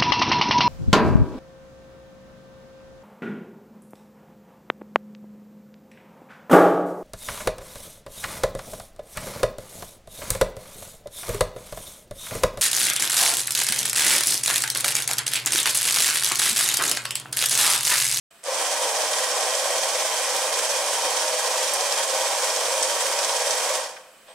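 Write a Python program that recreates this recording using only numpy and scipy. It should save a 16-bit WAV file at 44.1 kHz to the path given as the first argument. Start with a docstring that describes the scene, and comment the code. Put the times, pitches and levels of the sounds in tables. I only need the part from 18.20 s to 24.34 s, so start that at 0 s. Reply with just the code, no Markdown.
"""In a quiet workshop an electric chainsaw is switched on with a slap of steel and spins up.
For five seconds its slack chain runs free: links knock in the hollow plastic housing and tick along
the steel bar, in a rattle that throbs 17 times a second and growls at the drive sprocket's six teeth.
Now and then a link slaps the bar hard, or the housing sings out. Then the chain coasts to rest
and settles, and at the end the saw is moved, with a rustle and a thin squeak."""
import sys
import numpy as np
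from scipy import signal
from scipy.fft import rfft, irfft, next_fast_len
from scipy.io import wavfile
from scipy.ndimage import uniform_filter1d

SR = 44100
rng = np.random.default_rng(int(sys.argv[2]) if len(sys.argv) > 2 else 0)


def dump(signal):
    """Clip the signal to [-1, 1] and save it as 16-bit WAV at the path in sys.argv[1]."""
    limited = np.clip(np.atleast_2d(signal).T, -1, 1)
    pcm = np.round(limited * 32767).astype(np.int16)
    wavfile.write(sys.argv[1], SR, pcm)


N = 270774
T = np.arange(N) / SR
ON_S, OFF_S = 0.23, 5.554  # trigger pressed and released


def saw():
    """The main voice: running chain, slaps and shakes ring the plastic housing and the steel bar."""
    knocks, ticks = chain()
    shake_knocks, shake_ticks = shakes()
    return housing(knocks + shake_knocks) + bar(ticks + shake_ticks + slaps())


def chain(throb_hz=16.97, warming_hz_per_s=0.1, tightest_s=0.521, loosen_s=0.4):
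    """Knocks for the housing, ticks for the bar; tension swings once a turn and jerks at every tooth."""
    speed = motor()
    turns = np.cumsum(speed * (throb_hz + warming_hz_per_s * T)) / SR  # a warm motor runs faster
    tension = np.cos(2 * np.pi * (turns - np.interp(tightest_s, T, turns)))
    blows, grip = sprocket(turns)
    flap_db = 0.62 * wander(top_hz=50.7)  # the slack chain flaps unevenly,
    scrape_db = 0.41 * wander(top_hz=8.2)  # rides harder or softer in the groove
    churn_db = 0.45 * wander(top_hz=0.8)  # and churns slowly in the housing
    plastic = impacts(per_s=3400 * speed, spread_db=0.5) * from_db(-30.5 + grip)
    knocks = (plastic + from_db(-39.5) * blows) * from_db(flap_db + churn_db + 0.5 * tension)
    steel = impacts(per_s=15000 * speed, spread_db=3.5) + jingle(speed)
    tight_db = -np.exp(-np.maximum(T - ON_S, 0) / loosen_s)  # quieter until the chain works loose
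    ticks = steel * from_db(-30 + tight_db + flap_db + scrape_db + 1.03 * tension + 2 * grip)
    return knocks * speed ** 0.39, soften(ticks, speed) * speed ** 0.44  # faster links strike harder


def motor(spin_up_s=0.051, coast_s=0.108, friction=0.06):
    """Speed from 0 to 1: a quick spin-up, a steady run, and a coast until dry friction stops the chain."""
    spin_up = 1 - np.exp(-np.maximum(T - ON_S, 0) / spin_up_s)
    coast = (1 + friction) * np.exp(-np.maximum(T - OFF_S, 0) / coast_s) - friction
    return spin_up * np.maximum(coast, 0)


def sprocket(turns, teeth=6, slack_links=0.035, uneven_db=3, grip_links=0.11, bite_s=0.0012):
    """The growl: each tooth catches a slack link a little early or late, with a blow and a brief grip."""
    links = teeth * turns + slack_links * wander(top_hz=25.2) * motor()
    links_caught = np.floor(np.maximum.accumulate(links))
    catches = np.diff(links_caught, prepend=links_caught[0])
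    blows = catches * from_db(uneven_db * np.clip(rng.standard_normal(N), -2, 1.5))
    grip = uniform_filter1d(np.exp(-(links % 1) / grip_links), round(bite_s * SR))
    return unit(blows) * [[1], [0]], grip  # the blows feed the mid only


def jingle(speed, band_db=-10, clump_db=2):
    """Loose links jingle in clumps, now in a lower band and now in a higher one."""
    out = np.zeros((2, N))
    for band_hz in [(4200, 6800), (6800, 10500)]:
        hits = impacts(per_s=4000 * speed, spread_db=3.5)
        clumps = from_db(clump_db * np.minimum(wander(top_hz=25.7), 2))
        bandpass = signal.butter(2, band_hz, "bandpass", fs=SR, output="sos")
        out += from_db(band_db) * unit(signal.sosfilt(bandpass, hits * clumps))
    return out


def soften(ticks, speed, corner_hz=6000):
    """Slow links meet the bar more gently: their top end fades with the speed."""
    dull = signal.lfilter(*signal.butter(1, corner_hz, fs=SR), ticks)
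    return dull + (ticks - dull) * speed ** 0.36


# The housing's boxy tone curve: f/Hz, level/dB
HOUSING_CURVE = [(100, -47.5), (190, -60), (255, -33), (300, -20), (410, -17.5), (460, -8.5), (505, -1),
                 (600, -4), (700, -5), (1050, -4), (1350, -12.5), (2000, -16.5), (4000, -33.5), (9000, -75)]
# Its resonant peaks and dips: f/Hz, width/Hz, level/dB over the curve
HOUSING_RESONANCES = [(308, 16, 2), (392, 26, 3), (453, 14, 6), (496, 24, 2.5), (525, 22, 4.8),
                      (571, 16, 7.8), (627, 16, 9), (653, 14, 5.5), (690, 34, -2.5), (736, 14, 2.5),
                      (772, 26, 4.5), (815, 14, 5), (885, 22, -2.5), (934, 22, 6.8), (1042, 22, 3),
                      (1088, 14, 2.5), (1131, 18, 3.5), (1260, 36, -3), (1334, 36, 4), (1400, 60, -3.5)]
# Swells of a single resonance: t/s, length/s, f/Hz, boost/dB
HOUSING_SWELLS = [(0.75, 0.75, 1040, 4.5), (2.72, 0.32, 930, 6), (2.93, 0.24, 620, 5.5),
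                  (3.8, 0.51, 620, 2), (3.85, 2.2, 945, 3), (5.132, 0.62, 579, 5)]


def housing(knocks, width_hz=20):
    """The body of the sound: hollow plastic rings, and now and then one resonance sings out."""
    out = convolve(knocks, ring(HOUSING_CURVE, HOUSING_RESONANCES))
    for start, length, hz, boost_db in HOUSING_SWELLS:
        resonance = signal.lfilter(*signal.iirpeak(hz, hz / width_hz, fs=SR), out)
        out = out + (from_db(boost_db) - 1) * burst(start, length) * resonance
    return out


# The bar's bright tone curve: f/Hz, level/dB
BAR_CURVE = [(300, -46), (800, -17.5), (1500, -2.5), (2200, -0.5), (2800, -0.5), (3400, 2), (4200, -1),
             (5200, 0.5), (7000, 0.5), (8300, 1.5), (9500, -2), (11500, -7), (13000, -12.5), (15800, -19.5)]
# Its metallic peaks: f/Hz, width/Hz, level/dB over the curve
BAR_RESONANCES = [(1574, 190, 8.2), (1905, 105, 5.7), (2216, 29, 3.4), (2410, 170, 5.2), (3157, 156, 5.7),
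                  (4540, 170, 1.9), (5380, 110, 2.4), (5550, 200, 2.9), (6150, 150, 4.5), (7860, 100, 2),
                  (9060, 110, 3.6), (9540, 150, 2.4)]


def bar(ticks, echoes=14, echo_db=-13):
    """The bright edge: the steel bar rings, and nearby floor, wall and legs echo it within 25 ms."""
    steel = convolve(ticks, ring(BAR_CURVE, BAR_RESONANCES))
    taps = np.zeros(SR // 40)
    gains = rng.choice([-1, 1], echoes) * from_db(echo_db) / np.sqrt(echoes)
    taps[rng.integers(SR // 300, len(taps), echoes)] = gains
    return steel + convolve(steel, taps)


# Hard steel accents, the first at switch-on: t/s, level/dB into the bar, f/Hz, width/octaves, decay/s
LINK_SLAPS = [(0.2391, -18, 9800, 0.42, 0.001), (0.2487, -30, 9000, .35, .001),
              (0.820, -18.5, 5600, .4, .003), (0.932, -16, 5750, .5, .004), (1.041, -15, 5600, .45, 0.0032),
              (1.115, -19, 6000, .4, .003), (1.3515, -15, 5200, 0.49, .003),
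              (1.5637, -20, 6230, 0.43, .003), (1.582, -16, 6100, 0.49, .003),
              (1.633, -16, 3900, .65, 0.0035), (1.688, -16, 7500, .45, .003),
              (1.807, -19.5, 5360, .45, 0.0041), (2.164, -15, 11000, 0.47, .003),
              (2.3403, -15, 4500, .5, .003), (2.392, -19, 5400, .45, .003), (2.5725, -16, 8200, 0.22, .003),
              (2.972, -24, 4000, 0.45, .003), (3.079, -15, 4700, .45, .003), (3.318, -22, 6400, 0.37, .004),
              (3.5358, -9, 11500, 0.55, .002), (3.5412, -15, 11000, .6, .003),
              (3.608, -12, 5000, .4, .0028), (3.710, -22, 3200, 0.49, .006), (3.723, -14, 4700, 0.36, .003),
              (3.877, -17, 7800, 0.25, .0024), (4.300, -19, 4900, .45, .005), (4.3625, -15, 5500, .4, .003),
              (4.6268, -9, 6900, .45, .0026), (4.6317, -7.8, 6200, 0.58, .0017),
              (4.928, -21, 6100, .45, .004), (4.936, -18.5, 5400, .4, .003),
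              (4.988, -16, 5200, 0.36, 0.0076), (5.046, -16, 4800, .42, 0.0056),
              (5.094, -13, 3770, .45, 0.0027), (5.165, -16, 5550, .45, 0.0044),
              (5.276, -19.5, 5450, .4, .004), (5.3082, -11.5, 5700, .48, 0.0041)]


def slaps(attack_s=0.0006, size=2048):
    """A link strikes the bar and chatters for a few milliseconds, in a band set by where it lands."""
    force = np.zeros((2, N))
    hz, t = np.fft.rfftfreq(size, 1 / SR), T[:size]
    for start, db, centre_hz, octaves, decay_s in LINK_SLAPS:
        band = np.exp(-0.5 * (np.log2((hz + 1) / centre_hz) / octaves) ** 2)
        phases = np.exp(2j * np.pi * rng.random((2, len(hz))))
        chatter = irfft(phases * band) * np.sqrt(size)
        envelope = np.minimum(t / attack_s, 1) * np.exp(-t / decay_s)
        force[:, round(start * SR):][:, :size] += from_db(db) * chatter * envelope
    return force


# Closing rustles: t/s, length/s, level/dB into the housing, level/dB into the bar, bar low-pass f/Hz
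SOFT_SHAKES = [(5.761, 0.02, -51, -27.5, 1700), (6.058, 0.089, -49.5, -45.5, 3600)]


def shakes():
    """The whole saw shakes as the chain settles and again as it is moved; soft contact sounds dull."""
    knocks, ticks = np.zeros((2, 2, N))
    for start, length, housing_db, bar_db, cutoff_hz in SOFT_SHAKES:
        rattle = burst(start, length) * impacts(per_s=12000, spread_db=4)
        knocks += from_db(housing_db) * rattle
        ticks += from_db(bar_db) * signal.lfilter(*signal.butter(3, cutoff_hz, fs=SR), rattle)
    return knocks, ticks


# Four hoots and the last squeak: t/s, length/s, f/Hz, level/dB, waver/share of the pitch
HOOTS_AND_SQUEAK = [(0.278, 0.024, 533, -27, 0.028), (3.042, 0.05, 620, -29, 0.022),
                    (5.491, 0.03, 575, -28.5, 0.025), (5.578, 0.024, 562, -31, 0.021),
                    (6.074, 0.076, 8390, -55, .007)]


def hoots_and_squeak():
    """The housing hoots as the chain runs and the saw squeaks when moved: brief, wavering tones."""
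    out = np.zeros((2, N))
    for start, length, hz, db, waver in HOOTS_AND_SQUEAK:
        pitch_hz = hz * (1 + waver * wander(top_hz=150))
        phase = 2 * np.pi * np.cumsum(pitch_hz) / SR
        tone = unit(np.array([np.sin(phase), np.cos(phase)]))
        out += from_db(db) * burst(start, length) * tone
    return out


def workshop(direct, wet_db=-10.5, low_t60_s=0.94, high_t60_s=0.55, crossfade_hz=0.4525, tails=4):
    """Floor and wall reverb, highs dying first; several tails slowly crossfade to keep its tone even."""
    out = direct
    for k in range(tails):
        hz, t, noise = signal.stft(rng.standard_normal((2, SR // 2)), SR, nperseg=256)
        t60 = over_hz([(500, low_t60_s), (9000, high_t60_s)], hz)[:, None]
        decay = np.exp(-np.log(1000) * t / t60) * (t > 0.004)  # with a short pre-delay
        tail = signal.istft(noise * decay, SR)[1]
        crossfade = 2 * np.pi * crossfade_hz * (1 + k // 2) * T + k * np.pi / 2
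        send = np.sqrt(2 / tails) * np.cos(crossfade)  # the total power stays constant
        out = out + from_db(wet_db) * convolve(direct * send, tail / np.linalg.norm(tail[0]))
    return out


# The tone curve of the quiet workshop: f/Hz, level/dB
ROOM_CURVE = [(20, -12), (60, -14.5), (110, -13.5), (170, -11), (400, -3.5), (700, -7), (1300, -2),
              (3000, -9), (4000, -10), (6500, -14.5), (7900, -8), (10000, -13.5), (12500, -17),
              (15800, -18.5)]
# Its hums and whine: f/Hz, width/Hz, level/dB over the curve
ROOM_HUMS = [(168.7, 17, 10.5), (214, 18, 3.5), (558, 14, 14), (678, 22, 18), (1130, 60, 2), (2470, 120, 7),
             (3030, 80, 11), (7900, 200, 3.5), (8420, 160, 4.5), (11719, 40, 17)]


def room_tone(level_db=-54, start_s=0.105, fade_s=0.006):
    """The bed under it all: a steady hiss with faint hums and a thin whine."""
    fade_in = np.clip((T - start_s) / fade_s, 0, 1)
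    hiss = convolve(rng.standard_normal((2, N)), ring(ROOM_CURVE, ROOM_HUMS))
    return from_db(level_db) * hiss * fade_in


def impacts(per_s, spread_db):
    """Random hits of uneven size, each from its own direction: rows mid and side, each of rms 1."""
    size, direction = rng.standard_normal((2, N))
    strikes = (rng.random(N) < per_s / SR) * rng.choice([-1, 1], N)
    hits = strikes * from_db(spread_db * np.clip(size, -2, 2))
    return np.array([unit(hits), unit(hits * np.tanh(direction))])


def ring(curve, resonances, size=16384):
    """Impulse response, of energy 1, of a body with a tone curve and resonances."""
    hz = abs(np.fft.fftfreq(size, 1 / SR))
    peaks_db = sum(db / (1 + (2 * (hz - f) / width) ** 2) for f, width, db in resonances)
    log_gain = np.log(from_db(over_hz(curve, hz) + peaks_db))
    minimum_phase = np.exp(np.conj(signal.hilbert(log_gain)))
    response = np.fft.ifft(minimum_phase).real[:size // 2]
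    return response / np.linalg.norm(response)


def wander(top_hz):
    """Random modulation of rms 1, cut below 2 Hz and rolled off above top_hz."""
    hz = np.fft.rfftfreq(N, 1 / SR)
    return unit(irfft(rfft(rng.standard_normal(N)) * (hz > 2) / (1 + (hz / top_hz) ** 2), N))


def burst(start_s, length_s):
    """An envelope with a rounded rise, a hold and a rounded fall."""
    return np.tanh(2 * np.sin(np.pi * np.clip((T - start_s) / length_s, 0, 1)) ** 2)


def convolve(x, response):
    """Passes both channels through an impulse response."""
    return signal.oaconvolve(x, np.atleast_2d(response), axes=1)[:, :N]


def over_hz(points, hz):
    """Reads a curve on a log-frequency axis."""
    f, value = np.transpose(points)
    return np.interp(np.log(hz + 1), np.log(f + 1), value)


def from_db(db):
    """Decibels to gain."""
    return 10 ** (np.asarray(db) / 20)


def unit(x):
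    """Scales to an rms of 1."""
    return x / np.sqrt(np.mean(x ** 2) + 1e-20)


# Stereo width: f/Hz, level/dB of side over mid
STEREO_WIDTH = [(30, -28), (130, -20), (330, -29), (700, -14.5), (1400, -10), (2600, -5), (6000, -4),
                (15000, -5.5)]
# Stereo lean: f/Hz, level/dB of left over right
STEREO_BALANCE = [(100, -1), (300, 2.5), (600, 0), (1400, 0), (2800, -0.9), (4500, -2.5), (6000, -3.5),
                  (8400, -4), (10000, 0.3)]


def scene():
    """The mix: the saw in its workshop over the room tone, narrow in the bass and wide in the treble."""
    mix = workshop(saw() + hoots_and_squeak()) + room_tone()
    size = next_fast_len(N + SR)
    hz = np.fft.rfftfreq(size, 1 / SR)
    mid, side = rfft(mix, size)
    side = side * from_db(over_hz(STEREO_WIDTH, hz))
    lean = from_db(over_hz(STEREO_BALANCE, hz) / 2)
    left, right = (mid + side) * lean, (mid - side) / lean
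    return irfft(np.array([left, right]), size)[:, :N]


def record(dry):
    """A steep high cut at 15850 Hz."""
    lowpass = signal.firwin(601, 15850, window=("kaiser", 8), fs=SR)
    return signal.oaconvolve(dry, lowpass[None], "same", axes=1)


dry = scene()
out = record(dry)
dump(out)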